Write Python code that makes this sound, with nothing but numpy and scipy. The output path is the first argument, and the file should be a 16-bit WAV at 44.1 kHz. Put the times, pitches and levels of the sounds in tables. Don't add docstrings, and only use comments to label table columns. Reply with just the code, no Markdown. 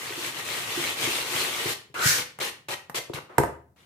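import sys
import numpy as np
from scipy import signal
from scipy.fft import rfft, irfft, next_fast_len
from scipy.io import wavfile
from scipy.ndimage import uniform_filter1d, map_coordinates

SR = 44100
rng = np.random.default_rng(int(sys.argv[2]) if len(sys.argv) > 2 else 0)


def linear_from_db(decibels):
    return 10 ** (np.asarray(decibels, float) / 20)


def store_pcm(level_fs):
    pcm = np.round(np.clip(level_fs, -1, 1) * 32767).astype(np.int16)
    wavfile.write(sys.argv[1], SR, np.atleast_2d(pcm).T)


N = 169785

# time_s, rub_db
CIRCLING = [(0, -39), (0.148, -41), (.274, -33.5), (.33, -44), (0.391, -36.5), (.43, -42), (.47, -36),
            (.58, -34), (.656, -39), (0.717, -35), (0.823, -32.5), (.904, -33.5), (0.95, -41),
            (1.032, -28.5), (1.077, -31.5), (1.168, -30.5), (1.242, -38), (1.361, -29.5), (1.41, -29.5),
            (1.524, -35), (1.658, -33.5), (1.699, -30), (1.737, -34)]
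# time_s, strength_db, base_mode_re_strength_db,
# favoured_hz
KNOCKS = [(3.096, -28.5, -5.5, 450), (3.382, -6.5, -7.5, 900), (3.397, -17.5, 2.5, 415),
          (3.435, -17, -4, 786)]


def rms_one(x):
    return x / np.sqrt(np.mean(x ** 2) + 1e-20)


def at_hz(points, hz):
    return np.interp(np.log(hz), np.log(np.array(points)[:, 0]), np.array(points)[:, 1])


def drift(rate_hz):
    step = 40
    r = np.exp(-2 * np.pi * step * rate_hz / SR)
    white = rng.standard_normal(N // step + 2002)
    slow = signal.lfilter([1], [1, -2 * r, r * r], white)[2000:]
    return np.interp(np.arange(N) / step, np.arange(len(slow)), rms_one(slow))


def colour(x, spectrum):
    size = next_fast_len(x.shape[-1])
    hz = np.arange(size // 2 + 1) * SR / size + 1
    points = [(1, -90)] + list(spectrum) + [(SR / 2, -90)]
    return irfft(rfft(x, size) * linear_from_db(at_hz(points, hz)), size)[..., :x.shape[-1]]


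def ring(x, hz, t60):
    r, w = linear_from_db(-60 / (t60 * SR)), 2 * np.pi * hz / SR
    return signal.lfilter([0, np.sin(w)], [1, -2 * r * np.cos(w), r * r], x + 1e-18)


def swelling_ring(x, hz, t60, rise_s):
    return ring(x, hz, t60) - ring(x, hz, rise_s * np.log(1000))


def rub_levels():
    # time_s, rub_db, wall_re_rub_db
    long_stroke = [(1.943, -45, 2.5), (1.975, -43, 3.5), (2.034, -27.5, -8), (2.073, -18.5, -19),
                   (2.143, -25.5, -15), (2.199, -30.5, -6), (2.226, -38.5, -4.5)]
    # time_s, rub_db, wall_re_rub_db
    short_strokes = [
        [(2.402, -35.5, -1), (2.43, -31.5, -3.5), (2.5, -39, -7)],
        [(2.686, -38.5, 1), (2.712, -34.5, -3), (2.745, -38, 1)],
        [(2.946, -37, 7.5), (2.958, -28.5, -11), (2.99, -33, -7)],
        [(3.136, -43, 11.5), (3.142, -38, -7.5), (3.19, -51, 16)],
        [(3.295, -73.5, 25.6), (3.378, -67, 14.4)],
        [(3.762, -69, 3), (3.796, -64.5, 0), (3.85, -69, 1)],
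    ]
    edge_s = 0.0022
    mean_wall_db, wall_follows = -40, 0.83
    t, rub, wall = np.arange(N) / SR, np.zeros(N), np.zeros(N)
    s, rub_db = np.transpose(CIRCLING)
    wall_db = mean_wall_db + wall_follows * (rub_db - rub_db.mean())
    circling = np.transpose([s, rub_db, wall_db - rub_db])
    for rows in [circling, long_stroke, *short_strokes]:
        s, rub_db, wall_re_rub_db = np.transpose(rows)
        touch = np.clip(np.minimum(t - s[0], s[-1] - t) / edge_s + 1, 0, 1)
        rub += touch * linear_from_db(np.interp(t, s, rub_db))
        wall += touch * linear_from_db(np.interp(t, s, rub_db + wall_re_rub_db))
    return rub, wall


def rubbing():
    # pitch_hz, relative_db_per_hz
    rub_spectrum = [(900, -36), (1500, -4), (3000, 2.5), (4900, -3.5), (7800, -4), (14800, -10),
                    (16000, -36.5)]
    # pitch_hz, relative_db_per_hz
    wall_spectrum = [(60, -37.5), (124, -26), (216, -4.5), (354, 5), (650, 0), (1160, 5.5), (2400, -7.5)]
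    slips_per_s, slip_spread_db = 14000, 2.2
    rub, wall = rub_levels()
    slips = (rng.random((2, N)) < slips_per_s / SR) * rng.choice([-1, 1], (2, N))
    slips = rms_one(slips * linear_from_db(slip_spread_db * np.minimum(rng.exponential(1, (2, N)), 5)))
    bright = rub * rms_one(far_wall(colour(slips, rub_spectrum)))
    dull = wall * rms_one(colour(slips[::-1], wall_spectrum))
    return bright + dull + rattling(np.minimum(wall, rub)) + rub_resonances(slips * wall)


def rub_resonances(force):
    # pitch_hz, width_hz, drive_db
    peaks = [(126.4, 28, -17.5), (466, 96, -14.5)]
    swing_db, swing_hz = 3.5, 14.0
    out = np.zeros((2, N))
    for hz, width_hz, db in peaks:
        drive = force * linear_from_db(db + swing_db * drift(swing_hz))
        r = np.exp(-np.pi * width_hz / SR)
        gain = np.sqrt(1 - r * r)
        poles = [1, -2 * r * np.cos(2 * np.pi * hz / SR), r * r]
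        out += signal.lfilter([gain, 0, -gain], poles, drive + 1e-18)
    return out


def far_wall(x):
    # time_s, cancelled_hz, echo_db
    cancelled = [(1.979, 3970, -15), (2.09, 3420, -1), (2.3, 2930, -13)]
    wander_octaves = 0.34
    t, (s, hz, db) = np.arange(N) / SR, np.transpose(cancelled)
    hz = np.interp(t, s, hz) * 2 ** (wander_octaves * drift(3.0) * (t < CIRCLING[-1][0]))
    late = np.arange(N) - SR / (2 * hz)
    dull = uniform_filter1d(x, size=4)
    echo = np.array([map_coordinates(c, [late], order=1) for c in dull])
    return x + linear_from_db(np.interp(t, s, db)) * echo


def rattling(drive):
    ticks_per_s, clump_db = 300, 6.5
    level_db, cycles_t60 = 3, 31
    sizes = linear_from_db(5.5 * np.minimum(rng.exponential(1, (2, N)), 5)) * rng.choice([-1, 1], (2, N))
    chance = rng.random((2, N)) * SR / ticks_per_s
    out = np.zeros((2, N))
    for k, hz in enumerate(np.geomspace(1900, 4390, num=12)):
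        born = np.roll(chance, 997 * k, axis=1) < linear_from_db(clump_db * drift(10.0))
        out += ring(sizes * born, hz, cycles_t60 / hz)
    return linear_from_db(level_db) * drive * rms_one(out)


def singing():
    # time_s, pitch_hz, level_db
    sing = [(1.951, 1378, -35.5), (2.041, 1438, -28.5), (2.159, 1690, -31.5)]
    # start_s, pitch_hz, peak_db
    flares = [(1.015, 440, -41), (1.02, 3140, -32), (1.39, 4100, -36), (2.687, 700, -39.5),
              (2.962, 542, -38.5)]
    width_hz, flare_rise_s = 320, 0.014
    t, (s, hz, db) = np.arange(N) / SR, np.transpose(sing)
    low_pass = signal.butter(2, width_hz / 2, fs=SR, output="sos")
    wobble = rms_one(signal.sosfilt(low_pass, rng.standard_normal((2, 2, N))))
    wobble = wobble[0] + 1j * wobble[1]
    phase = 2 * np.pi * np.cumsum(np.interp(t, s, hz)) / SR
    out = np.exp(1j * phase) * linear_from_db(np.interp(t, s, db)) * (t > s[0]) * (t < s[-1])
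    for start_s, hz, db in flares:
        age = np.maximum(t - start_s, 0) / flare_rise_s
        out += np.exp(2j * np.pi * hz * t + 1 - age) * age * linear_from_db(db)
    return np.real(wobble * out)


def blows(rows, crack_db, rise_s, fall_db):
    # pitch_hz, gain_db, t60_s
    base_mode = (133.4, -0.69, 0.056)
    # pitch_hz, gain_db, t60_s
    wall_modes = [(275, -1, 0.078), (345.8, 1, 0.098), (414.7, -1.5, .1), (522, 4, 0.03), (700, -8, 0.074),
                  (944, 5, .022), (1233, 0, 0.024)]
    # pitch_hz, relative_db_per_hz
    crack_spectrum = [(150, -17), (900, -4), (1900, -8.5), (3600, -30), (8000, -22.5), (14400, -25)]
    mode_spread_db, crack_t60_s = 2.0, 0.031
    crack_fall_db = 18.5
    s, db, base_db, favoured_hz = np.transpose(rows)
    at, out = (s * SR).astype(int), np.zeros((2, N))
    luck_db = rng.normal(0, mode_spread_db, (len(s), len(wall_modes) + 1, 2))
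    for k, (hz, mode_db, t60) in enumerate([base_mode] + wall_modes):
        near_db = -fall_db * np.abs(np.log2(hz / favoured_hz)) if k else base_db
        signs = [[(-1) ** k], [(-1) ** (k // 2)]]
        clicks = np.zeros((2, N))
        clicks[:, at] = linear_from_db(db + near_db + mode_db + luck_db[:, k].T) * signs
        out += swelling_ring(clicks, hz, t60, rise_s)
    clicks = np.zeros(N)
    clicks[at] = linear_from_db(db + crack_db - crack_fall_db * np.log2(wall_modes[-1][0] / favoured_hz))
    dying = signal.lfilter([1], [1, -linear_from_db(-60 / (crack_t60_s * SR))], clicks + 1e-18)
    return out + dying * rms_one(colour(rng.standard_normal((2, N)), crack_spectrum))


def counter():
    clicks = np.zeros(N)
    for s, db, *_ in KNOCKS:
        clicks[int(s * SR)] = linear_from_db(db - 26)
    return swelling_ring(clicks, 77.2, t60=0.53, rise_s=0.045) * [[1], [0]]


def kitchen(x):
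    # pitch_hz, t60_s
    room_t60 = [(100, 0.3), (400, 0.38), (3000, 0.37), (14000, 0.24)]
    edges_hz = 40 * 2 ** np.arange(0, 8.8, .5)
    echo_db, first_wall_s = -4.5, 0.0037
    t, echo = np.arange(SR) / SR, 0
    white = rng.standard_normal((2, 2, SR))
    for k, (low, high) in enumerate(zip(edges_hz, edges_hz[1:])):
        band_pass = signal.butter(2, [low, high], "band", fs=SR, output="sos")
        band = signal.sosfilt(band_pass, white[k % 2])
        dying = linear_from_db(-60 * t / at_hz(room_t60, np.sqrt(low * high)))
        echo = echo + band * dying / np.sqrt(np.sum(dying ** 2))
    echo = np.pad(echo, ((0, 0), (int(first_wall_s * SR), 0)))
    return linear_from_db(echo_db) * signal.fftconvolve(x[None], echo, axes=1)[:, :N]


def room_quiet():
    # pitch_hz, relative_db_per_hz
    floor = [(120, 8.5), (400, -11), (940, -11.5), (1500, -36.5), (16000, -29)]
    return linear_from_db(-64) * rms_one(colour(rng.standard_normal((2, N)), floor))


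def spread(mid, side):
    # pitch_hz, coherence (no unit)
    likeness = [(150, 0.95), (280, 0.91), (600, 0.46), (1500, 0.038)]
    # pitch_hz, left_over_right_db
    left_db = [(130, 2.5), (250, 0.5), (600, 0.7), (5000, 1)]
    size = next_fast_len(len(mid))
    hz = np.arange(size // 2 + 1) * SR / size + 1
    alike = np.clip(at_hz(likeness, hz), 0, 1)
    m = rfft(mid, size) * np.sqrt((1 + alike) / 2)
    s = rfft(side, size) * np.sqrt((1 - alike) / 2)
    tilt = linear_from_db(at_hz(left_db, hz) / 2)
    return irfft(np.array([(m + s) * tilt, (m - s) / tilt]), size)[:, :len(mid)]


def scene():
    # time_s, strength_db, base_mode_re_strength_db, favoured_hz
    bumps = [(.103, -29, -20, 438), (.174, -28.5, -32, 313), (.772, -22, -11, 350),
             (1.071, -23.5, -2.5, 332), (1.347, -28, 4.5, 910), (1.654, -19.5, -4, 380),
             (1.897, -43, 3.5, 500), (2.056, -26, 15.5, 291), (2.388, -27, -8, 1070),
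             (2.897, -23.5, -12, 954), (3.14, -48, 24, 423)]
    bowl = rubbing() + singing()
    bowl = bowl + blows(bumps, crack_db=0, rise_s=0.003, fall_db=33.5)
    bowl = bowl + blows(KNOCKS, crack_db=4, rise_s=0.0006, fall_db=10.5)
    mid, side = bowl + kitchen(bowl[0]) + counter() + room_quiet()
    return spread(mid, side)


def roll_off(x):
    return signal.sosfilt(signal.butter(12, 16670, fs=SR, output="sos"), x)


def record(dry):
    high_pass = signal.butter(4, 60.4, "high", fs=SR, output="sos")
    mix = signal.sosfilt(high_pass, dry)
    return roll_off(mix)


dry = scene()
out = record(dry)
store_pcm(out)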